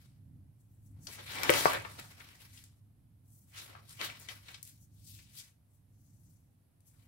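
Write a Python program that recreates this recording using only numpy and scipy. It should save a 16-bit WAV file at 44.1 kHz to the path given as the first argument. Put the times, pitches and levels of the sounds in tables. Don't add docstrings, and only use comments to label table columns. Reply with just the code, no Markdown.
import sys
import numpy as np
from scipy import signal
from scipy.fft import rfft, irfft
from scipy.io import wavfile

SR = 44100
rng = np.random.default_rng(int(sys.argv[2]) if len(sys.argv) > 2 else 0)


def to_wav(s):
    ch = np.atleast_2d(s).T
    pcm = np.round(np.clip(ch, -1, 1) * 32767)
    wavfile.write(sys.argv[1], SR, pcm.astype(np.int16))


N = 311787
TIME = np.arange(N) / SR
CUTOFF_HZ = 15750

# time in seconds, pulse level in dB, pulse frequency in Hz,
# panel frequency in Hz, ring level in dB relative to the pulse, ring T60 in seconds.
BUCKLINGS = [(1.495, -5, 1796, 539.1, -13.5, 0.05), (1.6567, -7, 953, 1066, -16, 0.054)]


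def sliding(drive_db, judder_db, flutter_db, level_db, direct_share, shadow_db):
    # frequency in Hz, relative density in dB.
    paper = [(130, -4), (230, -5), (310, 3), (410, -2.5), (550, 2.5), (750, 0), (1100, 1), (1550, -2.5),
             (2100, -2), (2800, -6), (3750, -4), (5000, -7), (6500, -9.5), (11000, -7.5), (15500, -13)]
    # time in seconds, left-minus-right level in dB.
    place = [(1.15, 2.5), (1.6, 2.5), (1.8, -1), (2.55, 2.5), (3.6, 0.5), (4.05, 3), (4.6, 1.5), (5.1, 5.5),
             (5.4, 3), (6.2, 5.5)]
    flex_hz, rub_hz, hiss_hz = 830, 2480, 8700
    flex_db, rub_db, hiss_db = drive_db
    judder = judder_db * drift(110)
    grains = [np.sqrt(direct_share) * from_left(catches, pan_db=6)
              + np.sqrt(1 - direct_share) * rng.standard_normal((2, N))
              for catches in fibres(per_s=1500, spread_db=6.0, smooth=0.92)]
    out, sides = np.zeros((2, N)), np.array([[.5], [-.5]])
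    for hz, part in bands(grains):
        if hz > paper[0][0]:
            low = at_hz([(flex_hz, 1), (rub_hz, 0)], hz)
            high = at_hz([(rub_hz, 0), (hiss_hz, 1)], hz)
            band_db = rub_db + low * (flex_db - rub_db) + high * (hiss_db - rub_db)
            sheet_power = from_db(band_db + at_hz(paper, hz) + level_db) ** 2
            gain = np.sqrt(sheet_power + fingertip(hz, level_db=5.5))
            shade = from_db(shadow_db * high * sides)
            out += part * shade * gain * from_db(judder + flutter_db * drift(40))
    left_db, = in_time(place)
    return out * from_db(left_db * sides)


def friction():
    # time in seconds,
    # rubbing level in dB, then sheet flexing and fibre hiss in dB relative to the rubbing.
    sweep = [(1.1, -62.5, -4, -20), (1.25, -56, -11.5, -6), (1.32, -42, -12, -9), (1.44, -38, -3, -15),
             (1.56, -34.5, -2, -5), (1.65, -34.5, -9.5, -7.5), (1.75, -38.5, 1.5, -12),
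             (1.81, -48.5, -3.5, -15.5), (1.94, -60, -4.5, 0), (2.3, -61.5, -9, -4), (2.8, -88.5, -7, 5.5)]
    # time of greatest speed, swell and fade in seconds, then levels as above.
    slides = [(.02, 0.11, .09, -71, -12, -2), (.99, 0.042, .06, -80, 5, -4),
              (1.09, 0.013, 0.016, -61.5, 4.5, -7), (1.137, 0.033, 0.037, -51.5, -16.5, 3),
              (1.193, 0.02, 0.025, -47, -7, -16), (1.595, .03, 0.043, -42, -16, 7.5),
              (1.996, 0.018, 0.02, -48.5, -7, -11), (2.418, .02, 0.037, -56, -13, -5),
              (2.58, .07, 0.062, -62, -22.5, 2.5), (3.577, 0.027, 0.044, -46, -18.5, -9.5),
              (3.625, 0.059, 0.048, -60, -4, 5.5), (3.701, 0.048, 0.085, -57.5, -3, -8),
              (3.905, 0.032, 0.15, -60.5, -13, 2), (4.013, 0.016, 0.076, -39.5, -10.5, -14),
              (4.051, 0.018, 0.02, -37.5, -20, -7.5), (4.235, 0.094, 0.15, -60.5, -7.5, 1.5),
              (4.31, .018, 0.05, -50.5, -13.5, -7), (4.5, 0.043, 0.057, -52, -13, -8),
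              (4.68, 0.037, 0.064, -69, -17.5, 10), (5.41, 0.085, .052, -58, -20, -1.5),
              (7.02, 0.12, 0.18, -79.5, -3.5, 4)]
    rub_db, flex_db, hiss_db = in_time(sweep)
    sweeping = (TIME > sweep[0][0]) & (TIME < sweep[-1][0])
    power = from_db([rub_db + flex_db, rub_db, rub_db + hiss_db]) ** 2 * sweeping
    for s, swell_s, fade_s, db, flex, hiss in slides:
        power += np.outer(from_db([db + flex, db, db + hiss]) ** 2, movement(s, swell_s, fade_s))
    return 10 * np.log10(power + 1e-14)


def movement(s, swell_s, fade_s):
    away = np.maximum((s - TIME) / swell_s, (TIME - s) / fade_s)
    power, near = np.zeros(N), away < 8
    power[near] = np.exp(-2 * away[near] ** 1.2)
    return power


def fibres(per_s, spread_db, smooth):
    sizes = from_db(spread_db * np.minimum(rng.exponential(1, N), 4))
    catches = rms_one(sizes * (rng.random(N) < per_s / SR))
    return rms_one(rng.standard_normal((2, N)) * np.sqrt(catches ** 2 + smooth ** 2))


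def pops(crack_db, crack_t60, lowest_hz):
    # multiple of the panel frequency, relative level in dB.
    panel = [(.6, -2), (.96, 3), (1.08, -2.5)]
    out = np.zeros(N)
    for s, level_db, pulse_hz, panel_hz, ring_db, t60 in BUCKLINGS:
        age = np.maximum(TIME - s, 0)
        phase = 2 * np.pi * pulse_hz * (TIME - s)
        pulse = phase * np.exp((1 - phase ** 2) / 2)
        modes = sum((-1) ** k * from_db(db) * np.sin(2 * np.pi * multiple * panel_hz * age)
                    for k, (multiple, db) in enumerate(panel))
        ring = modes * from_db(ring_db - 60 * age / t60)
        noise = rms_one(band(rng.standard_normal(N), 250, 1.6 * pulse_hz))
        crack = noise * (age > 0) * from_db(crack_db - 60 * age / crack_t60)
        out += from_db(level_db) * (pulse + ring + crack)
    return signal.sosfilt(signal.butter(2, lowest_hz, "high", fs=SR, output="sos"), out + 1e-18)


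def thumps(hz, level_db, t60):
    out = np.zeros(N)
    for s, pulse_db, *_ in BUCKLINGS:
        age = np.maximum(TIME - s, 0)
        out += np.sin(2 * np.pi * hz * age) * from_db(pulse_db + level_db - 60 * age / t60)
    return out


def crinkles(width, top_db, first_t60, run_t60, delay_s):
    # time in seconds, body peak in dB, body centre in Hz,
    # treble peak in dB before top_db is added, first crack in dB relative to the run.
    creases = [(1.432, -20, 1860, -30, 9), (1.5007, -21.5, 1290, -22, 10), (1.5367, -17.5, 3020, -43, 19.5),
               (1.7312, -27, 1500, -37, -4), (1.995, -40.5, 2340, -47, -1.5),
               (2.6378, -43.5, 6490, -59.5, 7.5), (3.8923, -44, 8420, -57, 2.5),
               (4.0122, -24.5, 1970, -46, 9), (4.196, -42, 11900, -66, -2),
               (4.2856, -36.5, 3520, -64, -1.5), (4.6271, -43, 9760, -40.5, 4),
               (4.6501, -47, 10800, -46, 10.5), (4.674, -44, 9020, -58.5, 8), (6.8037, -61, 8650, -65, 4)]
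    out, age = np.zeros(N + SR), np.arange(SR // 5) / SR
    for s, body_db, hz, crisp_db, first_db in creases:
        envelope = from_db(-60 * age / run_t60) + from_db(first_db - 60 * age / first_t60)
        cracks = rng.standard_normal((2, len(age))) * envelope
        body = band(band(cracks[0], hz / width, hz * width, order=1), 400, 4 * hz)
        top = band(cracks[1], 6800, CUTOFF_HZ)
        start = round((s + delay_s) * SR)
        for part, db in ((body, body_db), (top, crisp_db + top_db)):
            out[start:start + len(age)] += from_db(db) * part / np.abs(part).max()
    return out[:N]


def pats(width, rise_s):
    # start in seconds, peak in dB, centre in Hz, T60 in seconds.
    landings = [(1.069, -34.5, 4330, 0.024), (1.384, -36, 2104, 0.032), (1.848, -36, 1220, .042),
                (2.202, -45.5, 1650, 0.048), (2.574, -48.5, 3470, 0.057), (3.749, -42, 1110, 0.062),
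                (4.098, -40, 2100, 0.027), (4.286, -37.5, 2280, 0.052), (4.483, -43, 2640, 0.022),
                (4.5427, -39.5, 3200, 0.053), (5.187, -54, 2300, .06)]
    out, age = np.zeros(N + SR), np.arange(SR // 4) / SR
    for s, peak_db, hz, t60 in landings:
        push = rng.standard_normal(len(age)) * (1 - np.exp(-age / rise_s)) * from_db(-60 * age / t60)
        puff = band(band(push, hz / width, hz * width, order=1), 400, 3 * hz)
        start = round(s * SR)
        out[start:start + len(age)] += from_db(peak_db) * puff / np.abs(puff).max()
    return out[:N]


def crackle(rub_db, per_s, level_db, spread_db, t60, low_hz):
    onsets = rng.random(N) < per_s / SR
    snaps = onsets * from_db(spread_db * rng.uniform(-1, 1, N) + rub_db + level_db)
    decay = from_db(-60 * np.arange(SR // 50) / SR / t60)
    envelope = np.abs(signal.fftconvolve(snaps, decay)[:N])
    return band(envelope * rng.standard_normal(N), low_hz, CUTOFF_HZ, order=1)


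def fingertip(hz, level_db):
    # time of greatest speed, swell and fade in seconds, relative level in dB, pitch in Hz.
    strokes = [(.61, 0.024, 0.026, -80, 8000), (.75, 0.077, .03, -79, 8000), (.86, .03, 0.055, -72, 8000),
               (1.045, 0.029, 0.036, -62.5, 6360), (3.335, 0.048, 0.13, -67, 7760),
               (3.5, .03, 0.036, -69, 7480), (4.83, 0.036, .022, -67.5, 7000),
               (4.961, 0.042, .06, -75.5, 7000), (5.085, 0.034, 0.036, -55.5, 4830),
               (5.17, 0.11, 0.085, -60, 3200), (5.389, 0.026, 0.026, -47, 3900),
               (5.75, 0.053, .03, -77.5, 7500), (6.04, 0.1, 0.26, -78.5, 6300),
               (6.3, .17, 0.1, -75.5, 6900), (6.875, .022, 0.046, -72, 7000)]
    power = np.zeros(N)
    for s, swell_s, fade_s, db, swish_hz in strokes:
        octaves = np.log2(hz / swish_hz)
        slope = 18 if octaves < 0 else -2.5
        power += from_db(db + level_db + slope * octaves) ** 2 * movement(s, swell_s, fade_s)
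    return power


def room(x, tail_db):
    # delay in seconds, level in dB.
    echoes = [(.0026, -14.5), (.0071, -17), (0.0145, -13.5)]
    # frequency in Hz, T60 in seconds.
    t60 = [(150, 0.12), (500, 0.22), (1100, 0.25), (3000, 0.23), (8000, 0.24), (15000, 0.25)]
    # frequency in Hz, relative level in dB.
    colour = [(100, -10), (400, -3.5), (1100, 0.5), (3000, -3.5), (8000, 0.5), (15000, -15.5)]
    age = np.arange(SR * 3 // 5) / SR
    tail = sum(noise * from_db(at_hz(colour, hz) - 60 * age / at_hz(t60, hz))
               for hz, noise in bands(rng.standard_normal((2, 2, len(age)))))
    tail *= 1 - np.exp(-age / 0.00057)
    response = from_db(tail_db) * tail / np.sqrt(np.sum(tail ** 2) / 2)
    for delay, db in echoes:
        for channel, offset in enumerate(rng.uniform(-.0004, .0004, 2)):
            response[channel, round((delay + offset) * SR)] += from_db(db)
    return signal.fftconvolve(x[None], response, axes=1)[:, :N]


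def background(hum_hz, hum_db, waver_db, hiss_db):
    # time in seconds, relative level in dB.
    swell = [(0, -61.5), (.35, -54), (.6, -63.5), (1, -52.5), (1.25, -58.5), (1.55, -50), (2.25, -61),
             (3.45, -63), (4.05, -60), (4.7, -62.5), (5.15, -57.5), (5.53, -69), (6.2, -60), (6.7, -69),
             (7.07, -62.5)]
    # frequency in Hz, relative density in dB.
    rumble_spectrum = [(25, -25.5), (45, -13), (70, -5), (100, -1), (135, -3), (200, -13.5), (280, -15),
                       (400, -37), (700, -49)]
    hiss_spectrum = [(300, 8), (700, 5.5), (1200, -2), (3000, -6.5), (7000, -11), (11000, 0), (15500, -8)]
    swell_db, = in_time(swell)
    hum = np.sin(2 * np.pi * hum_hz * TIME + 0.55 * drift(2.7))
    hum *= from_db(hum_db + waver_db * drift(6.9))
    rumble = from_db(swell_db - 0.72) * (coloured_noise(rumble_spectrum, correlation=0.89) + hum)
    hiss = from_db(hiss_db) * coloured_noise(hiss_spectrum, correlation=0.06)
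    return (rumble + hiss) * from_db([[-.6], [.6]])


def coloured_noise(spectrum, correlation):
    hz = np.arange(N // 2 + 1) * SR / N + 1
    gain = from_db(at_hz(spectrum, hz)) / (1 + (hz / (2 * spectrum[-1][0])) ** 2)
    mid, side = irfft(rfft(rng.standard_normal((2, N))) * gain, N)
    return rms_one(np.sqrt(1 + correlation) * mid + np.sqrt(1 - correlation) * side * [[1], [-1]])


def from_left(x, pan_db, lag_s=.00039):
    return np.array([x * from_db(pan_db / 2), np.roll(x, round(lag_s * SR)) * from_db(-pan_db / 2)])


def from_db(db):
    return 10 ** (np.asarray(db) / 20)


def rms_one(x):
    return x / np.sqrt(np.mean(x ** 2) + 1e-20)


def in_time(rows):
    s, *columns = np.transpose(rows)
    return [np.interp(TIME, s, column) for column in columns]


def at_hz(points, hz):
    frequencies, values = np.transpose(points)
    return np.interp(np.log(hz), np.log(frequencies), values)


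def drift(per_s):
    knots = rng.standard_normal(4096)
    return rms_one(np.interp(TIME * per_s, np.arange(len(knots)), knots))


def band(x, low, high, order=2):
    sos = signal.butter(order, [low, min(high, .45 * SR)], "band", fs=SR, output="sos")
    return signal.sosfilt(sos, x + 1e-18)


def bands(pair):
    edges = 22 * 2 ** np.arange(0, 9.9, .4)
    for k, (low, high) in enumerate(zip(edges, edges[1:])):
        yield np.sqrt(low * high), band(pair[k % 2], low, high)


def scene():
    drive_db = friction()
    slide = sliding(drive_db, judder_db=1.71, flutter_db=2, level_db=11.5, direct_share=.073, shadow_db=2)
    pop = pops(crack_db=-16.5, crack_t60=.03, lowest_hz=110) + thumps(hz=165, level_db=-29, t60=.09)
    touch = crinkles(width=1.41, top_db=6.5, first_t60=.0036, run_t60=.029, delay_s=.0016)
    touch += pats(width=1.3, rise_s=.0012)
    touch += crackle(rub_db=drive_db[1], per_s=70, level_db=-1.5, spread_db=6.5, t60=.0033, low_hz=1800)
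    direct = slide + from_left(pop, pan_db=8) + from_left(touch, pan_db=13)
    into_room = from_db(-3) * slide.mean(axis=0) + from_db(-2.5) * pop + from_db(2) * touch
    reflected = room(into_room, tail_db=-4.5)
    return direct + reflected + background(hum_hz=102.4, hum_db=-1.5, waver_db=2, hiss_db=-78)


def record(dry):
    low_pass = signal.ellip(10, .1, 70, CUTOFF_HZ, fs=SR, output="sos")
    return signal.sosfilt(low_pass, np.clip(dry, -.94, .94))


dry = scene()
out = record(dry)
to_wav(out)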